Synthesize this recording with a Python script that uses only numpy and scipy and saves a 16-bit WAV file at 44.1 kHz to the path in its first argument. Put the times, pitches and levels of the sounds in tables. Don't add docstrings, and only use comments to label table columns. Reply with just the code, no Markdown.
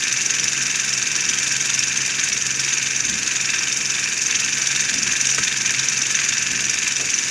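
import sys
import numpy as np
from scipy import signal
from scipy.fft import rfft, irfft
from scipy.io import wavfile

SR = 44100
rng = np.random.default_rng(int(sys.argv[2]) if len(sys.argv) > 2 else 0)


def wav_out(sig):
    wavfile.write(sys.argv[1], SR, np.round(np.clip(np.atleast_2d(sig).T, -1, 1) * 32767).astype(np.int16))


N = 321930

LINK_S, FIRST_LINK_S = .045, .015
STEP_HZ = 3 / LINK_S
MOTOR_ORDERS = [2, 3, 7, 10, 12, 105, 115, 230]
MOTOR_LEVELS_DB = [-46, -51, -56, -61.5, -75, -41, -51.5, -69]
# time in seconds, dB above its usual level.
HUM_CURVE = [(0, 0), (2.1, 0), (2.5, 3.5), (3.0, -2.5), (3.22, -7), (3.4, 0), (4.1, -1.5), (4.9, 2.5),
             (7.3, -2.5)]
# centre in seconds, width in seconds, peak level in dB.
RUMBLE_SWELLS = [(3.106, 0.063, -36), (4.99, 0.063, -39), (5.10, 0.027, -41), (5.403, 0.025, -41),
                 (6.541, 0.078, -40)]
# frequency in Hz, relative spectral density in dB.
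RUMBLE_SPECTRUM = [(20, -32), (40, -31), (55, -8), (70, -5.5), (95, -4), (140, 0), (175, -2), (230, 1.5),
                   (330, 0), (480, -7), (600, -14), (1000, -11), (2500, -39)]
SWELL_SPECTRUM = [(20, -22), (45, -8), (70, -1), (140, -2), (215, 6), (300, -3), (450, -10), (900, -38),
                  (3000, -69)]
SLIDE_SPECTRUM = [(400, -20.5), (650, -17.5), (1100, -12.5), (1600, -3.5), (2000, -7), (2500, 2.5),
                  (3200, -17), (4200, -9), (5500, -1.5), (6800, 3.5), (7700, -12.5), (10000, -20),
                  (12500, -41), (15500, -56)]
KNOCK_SPECTRUM = [(100, -17), (250, 4), (450, 2.5), (750, -10), (1400, 0), (2200, -0.5), (4000, -6.5),
                  (8000, -6), (14000, -42)]
SCRAPE_SPECTRUM = [(1500, -16), (4500, -2), (6000, 7), (7200, 0), (9000, -7), (11000, -23), (15000, -39)]
RAIL_SPECTRUM = [(500, -35.5), (1000, -11.5), (1400, -13.5), (1650, -3), (2000, -5), (2450, 3),
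                 (2750, -6.5), (3100, -13.5), (4500, -24.5), (9000, -41)]
CLACK_SPECTRUM = [(500, -27.5), (1100, -13.5), (1600, -1), (2500, -7), (3500, 0), (4200, 0), (5700, -2.5),
                  (7000, -4), (8000, -13), (10500, -26), (15500, -43)]
CRACK_SPECTRUM = [(1500, -17), (4300, -8), (5700, 7), (6600, 4.5), (7800, -0.5), (9300, -9.5), (10500, -13),
                  (12500, -23), (15500, -28)]
# frequency in Hz, width in Hz, boost in dB.
TRACK_MODES = [(1313, 36, 4.5), (1560, 44, 5.5), (1757, 500, 6), (2320, 200, 4), (2625, 60, 6),
               (2725, 150, 8), (2994, 175, 4.5), (3204, 170, 6), (3550, 96, 5.5), (3730, 210, 6),
               (4630, 180, 2), (4816, 160, 5), (6330, 66, 7.5), (7084, 173, 8), (8950, 330, 3),
               (10300, 160, 5)]
# start in seconds, level in dB, decay in seconds,
# hollow pitch in Hz, its width in Hz, its boost in dB.
TRACK_KNOCKS = [(5.3819, -15, 0.009, 1150, 394, 3.5), (6.995, -30, 0.038, 636, 596, 15)]
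# seconds into the link's cycle, pitch in Hz, level in dB.
TOOTH_NOTES = [(.0095, 3650, -35), (0.0112, 2970, -28.5), (.0215, 3676, -31)]
# start in seconds, relative level in dB, pitch in Hz.
LOUD_SNAPS = [(0.126, -4.5, 5950), (0.3066, -0.5, 6320), (0.4422, -5, 5700), (0.4816, -3.5, 6030),
              (0.936, -4.5, 5580), (1.0264, -4, 6130), (1.206, -7, 6100), (1.611, -4, 6300),
              (1.7919, -2, 5880), (2.33, -5.5, 5730), (2.4224, -4.5, 6120), (2.506, -5.5, 6140),
              (2.737, -3, 6330), (3.0059, -3, 5930), (3.0513, -4.5, 6300), (3.5908, -3.5, 5740),
              (5.2696, -4, 5800), (5.3131, -6, 6000), (5.324, -5.5, 6300), (5.3464, -4, 5760),
              (5.6605, -3, 5960), (5.886, -1, 6200), (6.0218, -3, 5860), (6.1522, -2.5, 6130),
              (6.6993, -6, 6300), (6.788, -5, 6180), (7.1404, -1.5, 6120)]
# delay into the cycle, timing scatter and decay in
# seconds, then relative levels of rail, clack, link ring and crack in dB.
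LINK_CONTACTS = [(.0073, 0.00033, 0.0047, -28.5, -27, -24.5, -33),
                 (.0108, 0.0011, 0.0022, -26.5, -27.5, -22, -37),
                 (0.015, 0.0011, 0.0024, -27, -26.5, -14.5, -35),
                 (0.0203, 0.00036, 0.0024, -32.5, -21.5, -16, -23),
                 (0.0234, 0.00063, 0.0031, -30, -36.5, -17, -32.5),
                 (0.031, 0.00036, 0.0051, -32.5, -35, -27, -31),
                 (0.035, 0.0014, 0.011, -28.5, -37.5, -24.5, -31)]


def from_db(db):
    return 10 ** (np.asarray(db) / 20)


def unit_power(x):
    return x / np.sqrt(np.mean(x ** 2) + 1e-20)


def bump(centre_s, width_s):
    return np.exp(-.5 * ((np.arange(N) / SR - centre_s) / width_s) ** 2)


def drift(rate):
    return unit_power(np.interp(np.arange(N) / SR * rate, np.arange(4096), rng.standard_normal(4096)))


def chance_rows(rows, count, limit=2):
    return np.clip(rng.standard_normal((count, rows)).T, -limit, limit)


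def colour(x, spectrum, resonances=(), size=4096):
    hz = np.maximum(np.fft.rfftfreq(size, 1 / SR), 1)
    points_hz, points_db = np.transpose(spectrum)
    db = np.interp(np.log(hz), np.log(points_hz), points_db)
    for centre, width, boost in resonances:
        db = db + boost / (1 + (2 * (hz - centre) / width) ** 2)
    cepstrum = irfft(np.log(from_db(db)))[:size // 2]
    response = irfft(np.exp(rfft(2 * cepstrum, size)))
    return signal.fftconvolve(x, response / np.linalg.norm(response))[:N]


def grit(spread_db):
    return unit_power(rng.standard_normal(N) * from_db(spread_db * np.clip(drift(550), -2.5, 2.5)))


def blows(times, gains, decay_s):
    kicks, at = np.zeros(N), np.round(times * SR).astype(int)
    inside = (at >= 0) & (at < N)
    np.add.at(kicks, at[inside], gains[inside])
    return signal.lfilter([1], [1, -np.exp(-1 / (max(decay_s, 1e-4) * SR))], kicks + 1e-18)


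def pings(times, level_db, ring_hz, decay_s=.00046, bounce_s=.0011, bounce_db=0, count=4, size=400):
    out, age = np.zeros(N), np.arange(size) / SR
    envelope = np.e * age / decay_s * np.exp(-age / decay_s)
    for bounce in range(count):
        late, detune, force = rng.standard_normal((len(times), 3)).T
        start = times + bounce * bounce_s * np.exp(.3 * late)
        hz = ring_hz + 260 * detune * (bounce > 0)
        gain = from_db(level_db + bounce * bounce_db + 2 * force * (bounce > 0))
        tones = gain[:, None] * envelope * np.sin(2 * np.pi * hz[:, None] * age)
        at = np.round(start * SR).astype(int)[:, None] + np.arange(size)
        inside = (at >= 0) & (at < N)
        np.add.at(out, at[inside], tones[inside])
    return out


def room(x, t60_s=.11, wet_db=-11.5, first_echo_s=.00267, size=16384):
    age = np.arange(size) / SR
    tail = rng.standard_normal(size) * from_db(-60 * age / t60_s) * (age > first_echo_s)
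    return x + from_db(wet_db) * signal.fftconvolve(x, tail / np.linalg.norm(tail))[:N]


def frame_rumble(level_db=-43):
    steady = from_db(level_db) * colour(rng.standard_normal(N), RUMBLE_SPECTRUM)
    swell = sum(from_db(db) * bump(centre_s, width_s) for centre_s, width_s, db in RUMBLE_SWELLS)
    return steady + swell * colour(rng.standard_normal(N), SWELL_SPECTRUM)


def motor(waver_db=2, slip_s=.000005, waver_rad=.35):
    t = np.arange(N) / SR
    steps = STEP_HZ * (t + slip_s * drift(7.7))
    tones = []
    for order, db in zip(MOTOR_ORDERS, MOTOR_LEVELS_DB):
        amplitude = np.sqrt(2) * from_db(db + waver_db * drift(19))
        phase = 2 * np.pi * (order * steps + rng.random()) + waver_rad * drift(25)
        tones.append(amplitude * np.sin(phase))
    hum_db = np.interp(t, *np.transpose(HUM_CURVE))
    return tones[0] * from_db(hum_db) + sum(tones[1:])


def chain_hiss(pull_db, level_db=-26, pull_share=.96):
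    rubbing = colour(grit(spread_db=1.5), SLIDE_SPECTRUM, TRACK_MODES)
    return from_db(level_db + pull_share * pull_db) * rubbing


def track_knocks():
    out = 0
    for start_s, db, decay_s, *hollow in TRACK_KNOCKS:
        force = blows(np.array([start_s]), from_db([db]), decay_s) * grit(spread_db=-1)
        out = out + colour(force, KNOCK_SPECTRUM, TRACK_MODES + [hollow])
    return out


def puck_scrape(centre_s=5.287, width_s=.043, level_db=-23.5):
    rubbing = colour(grit(spread_db=9), SCRAPE_SPECTRUM, TRACK_MODES)
    return from_db(level_db) * bump(centre_s, width_s) * rubbing


def tooth_rings(cycles, scatter_s=.0005, uneven_db=2.5, spread_hz=45):
    out = 0
    for delay_s, hz, db in TOOTH_NOTES:
        late, force, detune = chance_rows(3, len(cycles))
        times = cycles + delay_s + scatter_s * late
        out = out + pings(times, db + uneven_db * force, hz + spread_hz * detune,
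                          decay_s=.0015, count=1, size=900)
    return out


def link_snaps(cycles, ring_hz, spread_hz, chance=.35, seat_s=.0217, scatter_s=.00083):
    chosen = rng.random(len(cycles)) < chance
    late, force, detune = chance_rows(3, len(cycles))
    times = cycles + seat_s + scatter_s * late
    soft_db = -7.5 + .6 * force
    soft_snaps = np.column_stack([times, soft_db, ring_hz + spread_hz * detune])
    clear_of_loud = np.abs(times[:, None] - np.transpose(LOUD_SNAPS)[0]).min(axis=1) > LINK_S / 2
    return np.vstack([LOUD_SNAPS, soft_snaps[clear_of_loud & chosen]]).T


def sprocket(pull_db, ring_hz=6020, spread_hz=230, ring_trim_db=-4.5, snap_trim_db=-3.5,
             uneven_db=3, ring_uneven_db=4.5, crack_uneven_db=3.5, sway_db=1.35,
             rail_lag_s=.0013, crack_lag_s=.0007, crack_decay_s=.0052):
    cycles = FIRST_LINK_S + LINK_S * np.arange(-1, N / SR / LINK_S)
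    link_pull_db = np.interp(cycles * SR, np.arange(N), pull_db)
    snap_s, snap_db, snap_hz = link_snaps(cycles, ring_hz, spread_hz)
    rings = pings(snap_s, snap_db + snap_trim_db, snap_hz, decay_s=.00053, bounce_s=.0018, bounce_db=-6)
    rail = clack = crack = 0
    for delay_s, scatter_s, decay_s, rail_db, clack_db, link_db, crack_db in LINK_CONTACTS:
        late, force, rub, ping, detune, edge = chance_rows(6, len(cycles), limit=1.6)
        times = cycles + delay_s + scatter_s * late
        rail = rail + blows(times + rail_lag_s, from_db(rail_db + uneven_db * rub), decay_s)
        clack = clack + blows(times, from_db(clack_db + link_pull_db + uneven_db * force), decay_s)
        crack_gain = from_db(crack_db + link_pull_db + crack_uneven_db * edge)
        crack = crack + blows(times + crack_lag_s, crack_gain, crack_decay_s)
        gentle = np.abs(times[:, None] - snap_s).min(axis=1) > .003
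        ring_db = np.where(gentle, link_db + ring_trim_db + link_pull_db + ring_uneven_db * ping, -100)
        rings = rings + pings(times, ring_db, ring_hz + spread_hz * detune)
    sway = from_db(sway_db * drift(9))
    impacts = ((rail * sway, RAIL_SPECTRUM), (clack * sway, CLACK_SPECTRUM), (crack, CRACK_SPECTRUM))
    teeth = tooth_rings(cycles)
    clatter = sum(colour(hit * grit(spread_db=1), spectrum, TRACK_MODES) for hit, spectrum in impacts)
    return rings + teeth + clatter


def scene():
    pull_db = .43 * drift(rate=4)
    contacts = sprocket(pull_db) + track_knocks() + puck_scrape()
    return (room(contacts) + chain_hiss(pull_db) + frame_rumble() + motor())[None]


def record(dry):
    return signal.sosfilt(signal.ellip(12, .1, 80, 15500, fs=SR, output="sos"), dry)


dry = scene()
out = record(dry)
wav_out(out)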